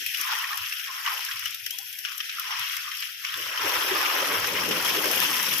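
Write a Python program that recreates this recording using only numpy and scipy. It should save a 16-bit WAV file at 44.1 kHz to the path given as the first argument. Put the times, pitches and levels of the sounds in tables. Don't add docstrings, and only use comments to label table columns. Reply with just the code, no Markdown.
import sys
import numpy as np
from scipy import signal
from scipy.io import wavfile
from scipy.ndimage import uniform_filter1d

SR = 44100
rng = np.random.default_rng(int(sys.argv[2]) if len(sys.argv) > 2 else 0)


def to_wav(sig):
    pcm = np.clip(np.atleast_2d(sig), -1, 1) * 32767
    pcm = np.round(pcm).astype(np.int16)
    wavfile.write(sys.argv[1], SR, pcm.T)


N = 246959

# t/s, level/dB, treble boost/dB, body boost/dB, low edge/Hz
THRASHING = [(0.0, -33.5, -2, -9, 1280), (.14, -36, 1.5, -3, 1460), (.2, -34.5, 1.5, -1, 990),
             (.3, -31.5, -2.5, 3.5, 780), (.4, -34, -3, 2, 840), (.56, -36.5, 0, 1.5, 730),
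             (.72, -35.5, 0, -3, 1090), (.84, -37.5, 0, 0, 1290), (.9, -38, -2, 1, 855),
             (1.05, -38, 2.5, 2.5, 790), (1.085, -33.5, -2, 6.5, 810), (1.2, -35, -1.5, -4.5, 680),
             (1.3, -37, 0.5, 0, 940), (1.5, -36.5, -4.5, -7, 1010), (1.63, -41, 1, -5, 1320),
             (1.8, -40.5, 3.5, -9, 1280), (1.92, -43.5, 5.5, -2.5, 1350), (2.03, -41.5, 3.5, -2, 1450),
             (2.07, -34.5, -6, 1, 1066), (2.17, -41.5, 2.5, -3, 980), (2.26, -38.5, -1.5, -3.5, 1300),
             (2.4, -37, -2, -2, 990), (2.53, -34.5, -6.5, 2.5, 700), (2.72, -33, -2, -1.5, 1030),
             (2.9, -38, -1.5, 0, 985), (3.04, -36, 0.5, -4, 1020), (3.17, -43, -1, -3, 1320),
             (3.235, -38, 1, -5, 1010), (3.27, -36, -5.5, 1.5, 970), (3.43, -35, -0.5, -1, 990),
             (3.56, -34.5, -4, 4, 790), (3.67, -29.5, -1.5, 2.5, 690), (4.3, -30.5, 0, 2.5, 626),
             (4.62, -31.5, -1.5, 1, 710), (4.89, -28, -0.5, -2, 600), (5.02, -31, 2, 0.5, 610),
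             (5.25, -27, 0.5, -3, 665), (5.4, -30, 3.5, -0.5, 740), (5.6, -28.5, 2, -6, 740)]
# t/s, level/dB, deep bass boost/dB
BASKET_PUSH = [(0.0, -73.5, -8), (3.34, -76.5, -2.5), (3.385, -43.5, -27), (3.47, -58, -12),
               (3.58, -55, -28), (3.655, -36.5, -22), (4.15, -40.5, -26), (4.23, -35, -17),
               (4.5, -38.5, -10.5), (4.7, -32.5, -4.5), (4.85, -38, -7.5), (5.07, -34, -16),
               (5.24, -37, -5.5), (5.36, -37, -10.5), (5.44, -45.5, -0.5), (5.6, -45, -5)]


def amp(db):
    return 10 ** (np.asarray(db) / 20)


def unit_level(x):
    return x / np.sqrt(np.mean(x ** 2) + 1e-20)


def at_pitch(points, hz):
    f, value = np.transpose(points)
    return np.interp(np.log(hz + 1), np.log(f + 1), value)


def at_time(rows, t):
    times, *columns = np.transpose(rows)
    return [np.interp(t, times, column) for column in columns]


def pan(left_minus_right_db):
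    return amp(np.array([left_minus_right_db, -left_minus_right_db]) / 2)


def wobble(shape, size):
    return unit_level(uniform_filter1d(rng.standard_normal(shape), size))


def add_at(mix, start_s, sound):
    part = mix[:, round(start_s * SR):][:, :sound.shape[1]]
    part += sound[:, :part.shape[1]]


def fade(t, t60, rise_s):
    return amp(-60 * t / t60) * (1 - np.exp(-t / rise_s))


def filtered(x, gain, size):
    frames = dict(fs=SR, nperseg=size, noverlap=size * 3 // 4)
    hz, t, spectra = signal.stft(x, **frames)
    return signal.istft(spectra * gain(hz[:, None], t), **frames)[1][..., :N]


def water_noise(patchy_db, flicker_db, size):
    # f/Hz, likeness/0-1
    likeness = [(60, 0.78), (180, 1), (550, 0.58), (1650, 0.42), (4970, 0.07), (15000, 0.0)]
    left, other = rng.standard_normal((2, N))
    bins, frames = size // 2 + 1, N * 4 // size + 8
    patches = unit_level(uniform_filter1d(wobble((bins, frames), size=12), size=5, axis=0))
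    flicker = wobble(frames, size=4)
    gain = lambda hz, t: amp(patchy_db * patches + flicker_db * flicker)[:, :len(t)]
    alike = lambda hz, t: np.clip(at_pitch(likeness, hz), 0, .99)
    unlike = lambda hz, t: np.sqrt(1 - alike(hz, t) ** 2)
    right = filtered(left, alike, size=1024) + filtered(other, unlike, size=1024)
    return unit_level(filtered(np.array([left, right]), gain, size))


def bubble(hz, cycles, rise=0.0876):
    turns = np.arange(int(3 * cycles * SR / hz) + 4) * hz / SR
    note = np.sin(2 * np.pi * turns * (1 + rise * turns / cycles))
    ring = note * np.exp(-2 * turns / cycles) * (1 - np.exp(-4 * turns))
    return ring / np.linalg.norm(ring)


def bubble_cloud(lo_hz, hi_hz, cycles, per_s, spread_db, busy, sizes):
    out = np.zeros((2, N))
    for hz in np.geomspace(lo_hz, hi_hz, sizes):
        pops = 1. * (rng.random(N) < busy * per_s / sizes / SR)
        pops[pops > 0] = amp(spread_db * np.minimum(rng.exponential(1, int(pops.sum())), 3.2))
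        ring = bubble(hz, cycles * rng.uniform(1.0, 1.86))
        sound = signal.oaconvolve(pops, ring)[:N] * np.sqrt(hz)
        place = rng.uniform(-1, 1)
        out += pan(4 * place)[:, None] * np.array([sound, np.roll(sound, int(14 * place))])
    return unit_level(out)


def wall_echoes(x, t60):
    t = np.arange(int(t60 * SR)) / SR
    echoes = rng.standard_normal((2, len(t))) * (rng.random((2, len(t))) < .06)
    echoes *= amp(-60 * t / t60) * (t > .001)
    return signal.oaconvolve(x, echoes / np.linalg.norm(echoes[0]), axes=1)[:, :N]


def thrashing():
    busy = amp(3 * wobble(N, size=900))
    busy /= busy.mean()
    drops = amp(-6) * bubble_cloud(883, 14750, cycles=1.7, per_s=3000, spread_db=6.2, busy=busy, sizes=26)
    drops += amp(-16.5) * bubble_cloud(800, 3644, 13.2, 200, 3.4, busy, sizes=16)
    drops += amp(-8) * bubble_cloud(7600, 16000, 0.7, 270, 4.8, busy, sizes=4)
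    hiss = water_noise(patchy_db=2.73, flicker_db=0.67, size=256)
    water = amp(12.5) * hiss + amp(11.5) * drops + amp(9.5) * wall_echoes(drops, t60=.05)

    def tone(hz, t):
        level_db, treble_db, body_db, _ = at_time(THRASHING, t)
        treble = np.clip(np.log2(hz / 5500 + 1e-9), 0, 1)
        body = np.clip(np.log2(2900 / (hz + 1)), 0, 1)
        return amp(level_db + treble * treble_db + body * body_db) * pan(-0.3)[:, None, None]
    return filtered(water, tone, size=512)


def swirls():
    # t/s, length/s, level/dB, f/Hz
    rushes = [(0.0, 0.037, -59, 326), (.17, 0.068, -62.5, 330), (0.299, .09, -60, 600),
              (1.091, 0.16, -61, 583), (2.418, .14, -71.5, 470), (3.429, .17, -51.5, 690)]
    out = np.zeros((2, N))
    for start, length, db, hz in rushes:
        t = np.arange(0, length, 1 / SR)
        shared, left, right = rng.standard_normal((3, len(t)))
        band = signal.butter(2, [0.8 * hz, 1.33 * hz], "band", fs=SR, output="sos")
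        rush = unit_level(signal.sosfilt(band, shared + .4 * np.array([left, right])))
        add_at(out, start, amp(db) * np.sqrt(2) * np.sin(np.pi * t / t[-1]) * rush)
    return out


def droplet_burst(t, t60, rise_s, ragged_db):
    shared, left, right = rng.standard_normal((3, len(t)))
    ragged = amp(ragged_db * wobble(len(t), size=40))
    return unit_level((.5 * shared + np.array([left, right])) * ragged) * fade(t, t60, rise_s)


def tail_slaps(t60=0.037):
    # t/s, relative level/dB, air pocket f/Hz, ring boost/dB
    slaps = [(0.061, -15.5, 2540, -3.5), (0.1446, -16, 2790, -1.5), (0.2017, -23, 2640, -7.5),
             (0.2492, -30, 1210, 7), (0.333, -20, 1650, 1), (0.3517, -22, 1830, 5),
             (0.4403, -18, 1829, -0.5), (0.5294, -19, 1730, 0), (0.7226, -17.5, 2610, 1),
             (0.7945, -18, 2760, -9), (1.062, -12.5, 2930, -6.5), (1.075, -14.5, 1090, 2.5),
             (1.286, -27.5, 1580, 6.5), (1.3123, -15.5, 3120, -8), (1.457, -14, 2850, -0.5),
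             (1.5434, -28, 3540, 5), (1.664, -19.5, 2980, -5.5), (2.0498, -13.5, 1610, -17),
             (2.2021, -14, 2480, -15), (2.2934, -12.5, 2950, -21), (2.385, -23.5, 1344, 2.5),
             (2.5113, -28, 2818, -3), (2.768, -17, 2050, -6), (2.8776, -24, 1156, 4),
             (2.915, -18, 2010, -4.5), (3.023, -15.5, 2990, -12), (3.2472, -15.5, 2170, -4),
             (3.2925, -26, 3100, 4), (3.341, -18.5, 3440, -4), (3.5741, -26.5, 3000, 9.5),
             (4.0988, -12.5, 1166, -2), (4.1814, -20, 3230, -4), (4.2444, -14, 1180, -3),
             (4.443, -10.5, 3050, -14), (4.573, -20, 2960, 1), (4.7096, -12.5, 2030, -10),
             (4.8572, -24, 3160, 8), (4.9658, -28, 1180, 5), (5.0394, -15.5, 1524, -3),
             (5.1165, -19, 2750, -8), (5.2253, -19, 2700, -8), (5.396, -16, 3080, -21),
             (5.443, -20, 3000, -8), (5.5794, -34, 3190, -4)]
    out, t = np.zeros((2, N)), np.arange(0, .12, 1 / SR)
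    dull = signal.butter(2, [1000, 6500], "band", fs=SR)
    smack = 1 + amp(-1.5 - 60 * t / 0.0034)
    for start, db, hz, ring_db in slaps:
        splat = droplet_burst(t, t60, rise_s=0.00082, ragged_db=4.3) * smack
        ring = amp(ring_db) * np.sin(2 * np.pi * hz * t * (1 + 3 * t)) * fade(t, t60, rise_s=0.00081)
        add_at(out, start, amp(db) * (amp(4.5) * signal.lfilter(*dull, splat) + ring))
    return out


def spray_ticks():
    # t/s, relative level/dB
    ticks = [(0.0616, -14.5), (0.1155, -26), (0.171, -14), (0.2117, -11), (0.385, -22), (0.574, -13.5),
             (1.1383, -15), (1.2477, -15), (1.393, -19.5), (1.4554, -17), (1.5061, -21.5), (1.5454, -16.5),
             (1.662, -15.5), (1.707, -18), (1.785, -13), (1.927, -21.5), (1.9866, -16), (2.1785, -17),
             (2.3967, -18), (2.594, -19.5), (2.7182, -21), (2.7661, -19), (2.97, -22), (3.0034, -20),
             (3.3725, -20.5), (4.153, -17), (4.3979, -21), (4.4697, -12.5), (4.6882, -12), (4.8219, -17.5),
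             (4.8473, -13.5), (4.8963, -18.5), (5.022, -17), (5.1135, -10.5), (5.1587, -13), (5.1771, -12),
             (5.2016, -13), (5.2993, -22), (5.4278, -12.5), (5.5383, -14), (5.5823, -16)]
    out, t = np.zeros((2, N)), np.arange(0, .12, 1 / SR)
    bright = signal.butter(2, 6500, "high", fs=SR)
    for start, db in ticks:
        fizz = droplet_burst(t, t60=0.021, rise_s=0.0006, ragged_db=3.8)
        add_at(out, start, amp(db + 12) * signal.lfilter(*bright, fizz))
    return out


def floor_thuds(swell_s=0.041, fade_s=.014):
    # t/s, length/s, level/dB
    thuds = [(.071, 0.018, -58), (.6, 0.042, -60), (1.35, .035, -58), (1.42, 0.084, -64), (1.57, .1, -66),
             (2.583, 0.042, -59), (2.64, 0.044, -74), (2.743, .05, -70), (2.966, .025, -68),
             (3.1, .04, -77), (3.333, .15, -62), (3.59, .08, -55), (3.74, .04, -61), (3.91, .11, -58),
             (4.32, 0.54, -55), (4.9, 0.045, -58), (5.04, 0.32, -58), (5.48, 0.084, -54)]
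    # f/Hz, level/dB
    floor_tone = [(25, -35), (60, -10), (95, 1), (120, 6.5), (160, -24.5), (400, -32)]
    t = np.arange(N) / SR
    noise = water_noise(patchy_db=3.4, flicker_db=0.32, size=2048)
    rumble = unit_level(filtered(noise, lambda hz, t: amp(at_pitch(floor_tone, hz)), size=2048))
    strength = amp(-80.5) + amp(at_time(BASKET_PUSH, t)[0] - 35.5)
    for start, length, db in thuds:
        swell = np.clip((t - start) / swell_s + .5, 0, 1)
        strength += amp(db) * swell * np.exp(-np.maximum(t - start - length, 0) / fade_s)
    return strength * rumble


def plops():
    # t/s, relative level/dB, f/Hz
    pockets = [(0.322, -33, 866), (0.505, -32, 1182), (0.53, -32, 1070), (0.887, -32.5, 1025),
               (1.073, -39, 1075), (1.727, -51, 956), (1.788, -55.5, 770), (1.81, -51, 970),
               (2.381, -35, 1258), (2.517, -40, 1210), (2.878, -44, 1184), (3.598, -33, 1284),
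               (3.661, -35.5, 513), (3.655, -35, 980), (3.909, -33, 356), (3.934, -43, 335),
               (3.948, -26, 1167), (4.046, -30, 1184), (4.679, -38, 300), (4.7, -40, 427),
               (4.969, -37, 416), (5.041, -38, 520)]
    out, t = np.zeros((2, N)), np.arange(0, .2, 1 / SR)
    soft_start = np.minimum(t / 0.00415, 1) ** 2
    shape = soft_start * fade(t, t60=0.064, rise_s=0.0017)
    for start, db, hz in pockets:
        note = np.sin(2 * np.pi * hz * t * (1 + 1.6 * t)) * amp(0.72 * wobble(len(t), size=150))
        add_at(out, start, 2.4 * amp(db) * shape * np.array([note, note]))
    return out + amp(6) * wall_echoes(out, t60=.06)


def whistle():
    # t/s, f/Hz, level/dB
    path = [(1.6, 2950, -96), (1.7, 3090, -42.5), (1.76, 3350, -39), (1.85, 3320, -46), (1.95, 3280, -45),
            (2.05, 3280, -97)]
    hz, db = at_time(path, np.arange(N) / SR)
    wavering_hz = hz * (1 + 0.016 * wobble(N, size=500))
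    return amp(db + 4.1 * wobble(N, size=700)) * np.sin(2 * np.pi * np.cumsum(wavering_hz) / SR)


def basket_slosh():
    # f/Hz, level/dB
    slosh_tone = [(110, -29), (170, 10), (250, 0.5), (320, -1), (520, 1.5), (640, -1), (720, -36),
                  (900, -48)]
    push = amp(at_time(BASKET_PUSH, np.arange(N) / SR)[0])
    gurgle = water_noise(patchy_db=1, flicker_db=1, size=1024)
    gurgle += amp(-21) * bubble_cloud(269.7, 612, 5.9, 120, 0.78, busy=0.82, sizes=8)
    churn = unit_level(filtered(gurgle, lambda hz, t: amp(at_pitch(slosh_tone, hz)), size=2048))
    deep = lambda hz: np.clip((290 - hz) / 60, 0, 1)
    slosh = filtered(churn, lambda hz, t: amp(at_time(BASKET_PUSH, t)[1] * deep(hz)), size=2048)
    lumpy = amp(2.15 * wobble(N, size=2000))
    return push * lumpy * slosh


def thinned(x, under_edge_db=-25.5, edge_width_hz=114):
    def gain(hz, t):
        edge_hz = at_time(THRASHING, t)[-1]
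        under = .5 - .5 * np.tanh((hz - edge_hz) / edge_width_hz)
        return amp(under_edge_db * under - 18.2 * (hz < 640))
    return filtered(x, gain, size=2048)


def scene():
    surface = thrashing()
    splashes = tail_slaps() + spray_ticks()
    surface += splashes + amp(-7) * wall_echoes(splashes, t60=.07)
    return thinned(surface) + plops() + whistle() + basket_slosh() + floor_thuds() + swirls()


def record(dry, top_hz=15550, cut_hz=16800):
    # f/Hz, level/dB
    left_port = [(700, -6), (1200, -4.5), (2200, -3.5), (3100, 1.5), (3700, -9), (4400, -13), (5600, -1.5),
                 (6600, -15), (7900, -24.5), (9500, -16), (12300, -5), (14000, -11), (15300, -15.5)]
    right_port = [(700, -7.5), (1200, -5), (2000, -5), (3300, -7.5), (4500, -12.5), (5200, -9.5),
                  (6300, -14.5), (7700, -19), (8500, -19.5), (9100, -26), (10200, -22.5), (12000, -21),
                  (13800, -22.5), (15000, -40.5)]

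    def ports(hz, t):
        colour_db = np.array([at_pitch(left_port, hz), at_pitch(right_port, hz)])
        return amp(colour_db * np.clip((hz - 640) / 120, 0, 1) - 40 * (hz > top_hz))
    heard = filtered(dry, ports, size=1024)
    treble_cut = signal.firwin(511, cut_hz, window=("kaiser", 9), fs=SR)
    return signal.oaconvolve(heard, treble_cut[None], "same")


dry = scene()
out = record(dry)
to_wav(out)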